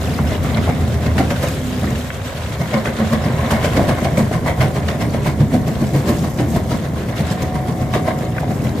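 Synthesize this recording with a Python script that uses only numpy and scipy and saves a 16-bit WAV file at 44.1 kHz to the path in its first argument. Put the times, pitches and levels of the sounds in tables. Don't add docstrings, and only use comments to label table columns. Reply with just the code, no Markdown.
import sys
import numpy as np
from scipy import signal
from scipy.fft import rfft, irfft, next_fast_len
from scipy.io import wavfile
from scipy.ndimage import map_coordinates

SR = 44100
rng = np.random.default_rng(int(sys.argv[2]) if len(sys.argv) > 2 else 0)


def pcm_store(signal):
    levels = np.round(np.clip(np.atleast_2d(signal), -1, 1) * 32767)
    wavfile.write(sys.argv[1], SR, levels.astype(np.int16).T)


N = 388080


# frequency_hz, density_db
CRUNCH_SPECTRUM = [(120, -25), (350, -7), (560, 6), (720, 5), (850, -7), (1030, 0), (1300, -9.5),
                   (1600, -7), (2200, -7.5), (2480, -23), (3700, -21), (6000, -47)]
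def crusher():
    times, boom_db, crunch_db, spray_db = bites()
    boom = bucket_boom(times, boom_db) + hollow_modes(times, boom_db)
    lumps, rattle = tumbling()
    boom += lumps
    fractures = contacts(rate=1500, spread_db=2, clump=.25)
    cracks = bursts(zip(times, crunch_db + 1.5), fractures, rise=.015, fall=.03, lag=-.003, colour_db=3)
    cracks += rattle
    crunch = through(amp(-2.5) * cracks, pulse(CRUNCH_SPECTRUM))
    fragments = grit_spray(times, spray_db) + splinter_spills() + slab_snaps()
    impacts = stone_clacks() + plate_knocks()
    return boom + crunch + fragments + impacts + plate_ring(cracks + amp(-19) * boom)


# time_s, stroke_count
JAW_STROKES = [(.082, 0), (1.439, 11), (2.618, 21), (3.525, 28), (3.899, 31), (4.053, 32), (4.768, 37),
               (5.275, 41), (6.094, 47), (6.722, 51), (6.982, 53), (7.428, 57), (8.084, 62), (8.802, 67)]
# time_s, boom_db, crunch_db, spray_db
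BITE_LEVELS = [(.08, -15, -29, -58), (.56, -9.5, -20.5, -43.5), (.85, -15, -26, -39.5),
               (1.32, -9.5, -21.5, -31), (1.56, -32, -49, -48), (2.45, -22.5, -35, -38),
               (2.75, -17, -17, -37), (3.35, -16, -25.5, -38), (3.55, -7, -18, -28),
               (4.45, -15, -21.5, -34), (5.6, -6.5, -28, -37), (6.72, -13.5, -28, -37),
               (6.95, -17, -33, -43), (7.25, -9, -28.5, -33), (8.4, -18.5, -26.5, -44),
               (8.8, -8.5, -32, -47)]
# time_s, extra_db
HARD_SLABS = [(.69, 5.5), (1.19, 5), (1.44, 14.5), (3.14, 5.5), (3.52, 0), (3.9, 1.5), (4.06, 0.5),
              (4.19, 1.5), (4.47, 4), (4.62, 7), (5.03, 3), (5.28, 9), (5.55, 5.5), (5.96, 6), (6.09, 10.5),
              (6.41, 4.5), (6.56, 6), (6.72, 7.5), (7.95, 10.5), (8.08, 7.5)]
def bites(boom_share=.59, spray_share=.75):
    jaw_s, strokes = np.transpose(JAW_STROKES)
    times = np.interp(np.arange(strokes[-1] + 1), strokes, jaw_s)
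    load_s, *levels = np.transpose(BITE_LEVELS)
    boom_db, crunch_db, spray_db = (np.interp(times, load_s, level) for level in levels)
    hard_db = np.zeros(len(times))
    for s, db in HARD_SLABS:
        hard_db[np.abs(times - s).argmin()] = db
    return times, boom_db + boom_share * hard_db, crunch_db + hard_db, spray_db + spray_share * hard_db


# frequency_hz, density_db
BOOM_SPECTRUM = [(25, -36.5), (55, -10), (100, -7.5), (141, 3), (183, -4), (222, -1.5), (262, -7),
                 (380, -12.5), (650, -17), (1100, -35), (3000, -83)]
# time_s, level_db
LUMP_DROPS = [(1.205, -20), (1.86, -14.5), (3.266, -10), (3.803, -3.5), (4.188, -2.5), (4.661, -11.5)]
def bucket_boom(times, boom_db):
    blows = through(contacts(rate=1100, spread_db=2, clump=0), pulse(BOOM_SPECTRUM))
    events = [*zip(times, boom_db), *LUMP_DROPS]
    return amp(-9) * bursts(events, blows, rise=.022, fall=.035, lag=-.00091, colour_db=2.5)


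# frequency_hz, relative_db
BUCKET_MODES = [(140, -4), (222, -9)]
def hollow_modes(times, boom_db, t60=.11):
    track = np.zeros(N)
    for s, db in zip(times, boom_db):
        for hz, mode_db in BUCKET_MODES:
            ring = clink(hz, t60, count=1, detune=.04)
            add(track, s - 1 / hz, amp(db + mode_db + 2 * rng.standard_normal()) * ring)
    return track


# time_s, lumps_db, rattle_db
RUBBLE_FLOW = [(0, -21.5, -26), (1.6, -23, -30), (1.93, -22, -27.5), (2.1, -33, -30.5), (2.55, -28, -26.5),
               (3.05, -25, -26), (3.6, -25, -19.5), (4.05, -19.5, -23), (4.42, -22.5, -28.5),
               (5.3, -21.5, -30), (6.9, -21, -29), (7.35, -25.5, -26), (7.72, -23, -29.5),
               (8.1, -22.5, -29)]
def tumbling():
    lumps_db, rattle_db = curves(RUBBLE_FLOW)
    blows = amp(lumps_db - 1 + .88 * wobble(12)) * contacts(rate=400, spread_db=.5, clump=.2)
    rattle = amp(rattle_db - 3) * contacts(rate=1300, spread_db=2, clump=.4)
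    return through(blows, pulse(BOOM_SPECTRUM)), rattle


# start_s, peak_db, pitch_hz
PLATE_HITS = [(1.197, -9, 250), (1.205, -12, 720), (2.6, -11, 165), (3.794, -9, 680), (4.055, -11, 680),
              (4.176, -10, 560), (4.352, -8, 140), (4.462, -13.5, 980), (4.598, -8, 135), (4.762, -12, 165),
              (5.146, -12.5, 640), (5.405, -9, 145), (5.545, -12, 650), (5.818, -11, 145), (6.1, -11, 290),
              (6.396, -11, 300), (6.54, -11, 145), (7.96, -11, 420), (8.082, -9, 710)]
def plate_knocks(t60=.13):
    track = np.zeros(N)
    for s, db, hz in PLATE_HITS:
        ring = clink(hz, t60 * np.sqrt(200 / hz), count=9, detune=.1)
        add(track, s, amp(db) * ring / np.abs(ring).max())
    return track


# start_s, peak_db, pitch_hz
STONE_HITS = [(.189, -13.5, 1000), (.546, -20, 3000), (.677, -14, 754), (1.842, -17.5, 1300),
              (2.104, -14.5, 2250), (2.854, -15.5, 1880), (4.312, -11, 574), (8.382, -14, 1750),
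              (8.431, -13, 637)]
def stone_clacks(t60=.032):
    track = np.zeros(N)
    for s, db, hz in STONE_HITS:
        clack = clink(hz, t60, count=12)
        add(track, s, amp(db) * clack / np.abs(clack).max())
    return track


# time_s, level_db
SLAB_BREAKS = [(.571, -23), (1.061, -25), (1.182, -18.5), (1.305, -23), (2.738, -23), (2.857, -23),
               (2.985, -26), (3.509, -21), (3.644, -21), (3.766, -22), (4.047, -22), (4.173, -22.5),
               (4.608, -21), (4.883, -20), (5.015, -27), (6.387, -28), (7.318, -28), (7.938, -22),
               (8.081, -28)]
# frequency_hz, density_db
SNAP_SPECTRUM = [(200, -25), (600, 7.5), (1000, 5), (2000, 3.5), (6000, -11.5), (15000, -30)]
def slab_snaps():
    fractures = contacts(rate=2200, spread_db=2, clump=0)
    snaps = bursts(SLAB_BREAKS, fractures, rise=.001, fall=.013, lag=0, colour_db=3)
    return through(snaps, pulse(SNAP_SPECTRUM))


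# frequency_hz, level_db, t60_s
PLATE_MODES = [(136, -1, .089), (223, -6, .15), (309, -4, .057), (531, -9, .11), (607, -9.5, .086),
               (673, -4, .13), (737, -4.5, .38), (960, -7, .07), (1074, -9, .2), (1566, -22, .051)]
# time_s, gain_db
RING_GAIN = [(0, -20), (2.9, -16.5), (4.5, -9.5), (7.8, -6.5)]
def plate_ring(drive):
    gain_db, = curves(RING_GAIN)
    t = np.arange(SR // 2) / SR
    drive = diffuse(drive)
    ring = sum(amp(db - 60 * t / t60) / np.sqrt(t60) * np.sin(2 * np.pi * (hz * t + rng.random()))
               for hz, db, t60 in PLATE_MODES)
    return amp(gain_db) * through(drive, ring / np.linalg.norm(ring))


# frequency_hz, density_db
GRIT_SPECTRUM = [(700, -17.5), (2200, 9), (5000, 4.5), (7500, 0.5), (10000, -2), (11500, -2.5),
                 (15000, -6.5)]
def grit_spray(times, spray_db):
    grains = contacts(rate=4000, spread_db=0, clump=0)
    spray = bursts(zip(times, spray_db), grains, rise=.021, fall=.025, lag=-.004, colour_db=1.5)
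    return through(spray, pulse(GRIT_SPECTRUM))


# start_s, level_db
JAW_GROANS = [(2.748, -14.5), (2.875, -21), (2.997, -15.5), (3.12, -16.5), (3.43, -20), (3.52, -19.5)]
# frequency_hz, relative_db
JAW_MODES = [(220, 4.5), (537, -4.5), (1076, -13)]
def groan(rise_s=.008, hold_s=.032, fall_s=.018):
    t = np.arange(N) / SR
    envelope, tone = np.zeros(N), np.zeros(N)
    for s, db in JAW_GROANS:
        envelope += amp(db) * np.exp(np.minimum(t - s, 0) / rise_s - np.maximum(t - s - hold_s, 0) / fall_s)
    for hz, db in JAW_MODES:
        gain = amp(db + 2 * wobble(35))
        cycles = np.cumsum(hz * (1 + .03 * wobble(70))) / SR
        tone += gain * np.sin(2 * np.pi * cycles)
    return envelope * unit(tone)


# time_s, level_db
SINGING_LEVEL = [(6.9, -52), (7.4, -34), (7.85, -37.5), (8.15, -33), (8.5, -48)]
# frequency_hz, relative_db
SINGING_MODES = [(737.5, 0), (1068, -18)]
def singing():
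    level_db, = curves(SINGING_LEVEL)
    t = np.arange(N) / SR
    tone = sum(amp(db + 1.5 * wobble(12)) * np.sin(2 * np.pi * hz * t + .4 * wobble(18))
               for hz, db in SINGING_MODES)
    return amp(level_db) * unit(tone)


# time_s, gravel_db, sand_db
STREAM_LEVELS = [(0, -33.5, -37), (1.12, -37, -45), (1.47, -34, -37.5), (3.05, -36, -42.5),
                 (3.7, -34.5, -40), (4.3, -42, -41.5), (5, -39.5, -41), (5.45, -44.5, -44.5),
                 (6.2, -40.5, -36.5), (6.9, -43.5, -44.5), (7.3, -38, -48), (7.72, -49, -44.5),
                 (8.8, -38.5, -42.5)]
# frequency_hz, density_db
GRAVEL_SPECTRUM = [(600, -20), (1300, 12.5), (2200, 7.5), (3800, 6.5), (4800, -1.5), (7500, -3),
                   (10000, -9), (15000, -19)]
SAND_SPECTRUM = [(2000, -32), (5000, -2), (7500, -0.5), (10000, -8), (12000, -2), (15000, -8.5)]
def gravel_stream():
    gravel_db, sand_db = curves(STREAM_LEVELS)
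    grains = through(contacts(rate=5800, spread_db=-2, clump=.38), pulse(GRAVEL_SPECTRUM))
    sand = through(contacts(rate=9000, spread_db=6, clump=.35), pulse(SAND_SPECTRUM))
    pebbles = chips(centre_hz=2800, octaves=.9, t60=.035, count=900)
    splinters = chips(centre_hz=7000, octaves=.6, t60=.018, count=800)
    surge_db = 1.4 * wobble(28)
    coarse = amp(-3) * grains + amp(-9) * pebbles
    fine = amp(-5.5) * sand + amp(-12.5) * splinters
    return amp(gravel_db + 1.84 * surge_db) * coarse + amp(sand_db + surge_db) * fine


def chips(centre_hz, octaves, t60, count):
    track = np.zeros(N)
    for when, pitch, size in rng.random((count, 3)):
        hz = centre_hz * 2 ** (octaves * (2 * pitch - 1))
        strength = amp(12 * size ** 2) * np.sqrt(centre_hz / hz)
        add(track, when * N / SR, strength * clink(hz, t60, count=2))
    return unit(track)


# time_s, level_db
SPLINTER_FALLS = [(.435, -36), (1.428, -33), (1.485, -34), (3.133, -32), (3.51, -27), (3.655, -30),
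                  (3.88, -33), (4.18, -29.5), (5.679, -36), (5.962, -35), (6.095, -31), (6.563, -34),
                  (7.158, -38), (7.206, -32), (7.268, -38), (7.315, -33), (7.423, -33), (8.188, -39),
                  (8.398, -38), (8.515, -38), (8.641, -39)]
def splinter_spills():
    ticks = contacts(rate=1200, spread_db=2, clump=0)
    spills = bursts(SPLINTER_FALLS, ticks, rise=.001, fall=.012, lag=0, colour_db=4)
    return through(spills, pulse(SAND_SPECTRUM))


# time_s, level_db
EXHAUST_LEVEL = [(0, -20), (.8, -17.5), (1.4, -21.5), (1.9, -22.5), (2.1, -29), (2.25, -24), (2.7, -28),
                 (3.6, -18), (4.3, -25)]
PUMP_LEVEL = [(1.55, -33.5), (1.7, -25.5), (2.0, -30), (2.12, -43)]
# firing_rate_multiple, relative_db
ENGINE_ORDERS = [(1, 5.5), (1.5, -2), (5, -10.5), (6.24, -13)]
# frequency_hz, density_db
CLATTER_SPECTRUM = [(40, -29.5), (62, 11), (110, 14), (200, 5), (320, -40), (405, 6.5), (450, -20),
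                    (520, 3.5), (620, -14.5), (850, -7.5), (2000, -33.5)]
def diesel(firing_hz=80.66, clatter_db=-29.5, throb=.44):
    exhaust_db, = curves(EXHAUST_LEVEL)
    pump_db, = curves(PUMP_LEVEL)
    phase = 2 * np.pi * np.cumsum(firing_hz * (1 + .009 * wobble(9))) / SR
    tones = sum(amp(db + 3 * wobble(18)) * np.sin(order * phase + .45 * wobble(25))
                for order, db in ENGINE_ORDERS)
    gas = through(rng.standard_normal(N), pulse([(20, -23.5), (55, -1), (110, 7.5), (250, -45.5)]))
    exhaust = amp(exhaust_db - 4.5) * (unit(tones) + amp(-2) * gas)
    pistons = np.sin(3.12 * phase + .12 * wobble(30))
    pump = amp(pump_db) * unit(amp(1.8 * wobble(20)) * pistons)
    clatter = through(rng.standard_normal(N) * (1 + throb * np.cos(phase)), pulse(CLATTER_SPECTRUM))
    return exhaust + pump + amp(clatter_db) * unit(clatter)


def reflections(x, t60, delay_s, patterns=30):
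    t = np.arange(SR // 3) / SR
    hop = N // patterns
    track = np.zeros(N)
    for start in range(0, N, hop):
        tail = rng.standard_normal(len(t)) * amp(-60 * t / t60)
        echoes = signal.fftconvolve(x[start:start + hop], tail / np.linalg.norm(tail))
        add(track, start / SR + delay_s, echoes)
    return track


def diffuse(x):
    spectra = signal.stft(x, nperseg=256)[2]
    scattered = spectra * np.exp(2j * np.pi * rng.random(spectra.shape))
    return unit(signal.istft(scattered, nperseg=256)[1][:N]) * np.std(x)


def contacts(rate, spread_db, clump, slides=35):
    chosen = rng.random(N) < rate / SR
    sizes = amp(spread_db * np.clip(rng.standard_normal(N), -2, 2))
    starts = (rng.random(N) < slides / SR) * rng.exponential(1, N)
    slide = np.abs(through(starts, np.exp(-np.arange(SR // 10) / (.02 * SR))))
    envelope = np.sqrt(1 - clump + clump * slide / slide.mean())
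    return unit(chosen * sizes * rng.choice([-1, 1], N) * envelope)


def bursts(events, grain, rise, fall, lag, colour_db):
    t = np.arange(-4096, 12288) / SR
    shape = np.exp(np.where(t < 0, t / rise, -t / fall))
    hz, knots = np.fft.rfftfreq(len(t), 1 / SR), np.geomspace(90, 16000, 56)
    track, grain = np.zeros(N), np.pad(grain, (0, SR), mode="wrap")
    for s, db in events:
        colour = amp(colour_db * np.interp(hz, knots, rng.standard_normal(len(knots)), left=0))
        burst = irfft(rfft(shape * grain[round(abs(s) * SR):][:len(t)]) * colour)
        add(track, s + lag + t[0], amp(db) * burst * np.linalg.norm(shape) / (np.linalg.norm(burst) + 1e-9))
    return track


def clink(hz, t60, count, detune=.263):
    t = np.arange(round(t60 * SR)) / SR
    modes = hz * np.exp(detune * np.clip(rng.standard_normal((count, 1)), -1.5, 1.5))
    ring = np.sin(2 * np.pi * (modes * t + rng.random((count, 1)))).sum(0) / np.sqrt(count)
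    return ring * amp(-60 * t / t60) * (1 - np.exp(-2 * hz * t))


def pulse(spectrum, size=8192):
    cepstrum = irfft(np.log(amp(along(spectrum, np.fft.rfftfreq(size, 1 / SR)))))
    cepstrum[1:size // 2] *= 2
    cepstrum[size // 2 + 1:] = 0
    response = irfft(np.exp(rfft(cepstrum)))
    return response / np.linalg.norm(response)


def through(x, response):
    return signal.oaconvolve(x, response)[:N]


def filtered(x, response):
    size = next_fast_len(N + 8192)
    return irfft(rfft(x, size) * response(np.fft.rfftfreq(size, 1 / SR)), size)[..., :N]


def wobble(rate):
    return map_coordinates(rng.standard_normal(2000), [np.arange(N) * rate / SR], mode="wrap")


def curves(rows):
    s, *columns = np.transpose(rows)
    return [np.interp(np.arange(N) / SR, s, column) for column in columns]


def along(points, hz):
    frequencies, values = np.transpose(points)
    return np.interp(np.log(hz + 1), np.log(frequencies), values)


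def add(track, s, x):
    start = round(s * SR)
    x = x[max(-start, 0):max(N - start, 0)]
    track[max(start, 0):][:len(x)] += x


def amp(db):
    return 10 ** (np.asarray(db) / 20)


def unit(x):
    return x / np.sqrt(np.mean(x ** 2) + 1e-20)


# frequency_hz, gain_db
SIDE_GAIN = [(30, 1), (120, -22), (280, -12), (600, -11), (1000, -1.5), (2000, -3), (5000, -2)]
def scene(left_lead_s=.00002):
    direct = crusher() + gravel_stream() + groan() + singing() + diesel()
    mid = direct + amp(-11) * reflections(direct, t60=.15, delay_s=.025)
    treble = lambda hz: hz ** 4 / (hz ** 4 + 800 ** 4)
    side_high = diffuse(filtered(mid, treble))
    side_low = filtered(reflections(direct, t60=.33, delay_s=0), lambda hz: 1 - treble(hz))
    side = filtered(side_high + side_low, lambda hz: amp(along(SIDE_GAIN, hz)))
    lead_s = left_lead_s * np.array([[.5], [-.5]])
    return filtered(np.array([mid + side, mid - side]), lambda hz: np.exp(2j * np.pi * hz * lead_s))


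def record(dry):
    rounded = dry / (1 + np.abs(dry) ** 6) ** (1 / 6)
    return filtered(rounded, lambda hz: hz < 15500)


dry = scene()
out = record(dry)
pcm_store(out)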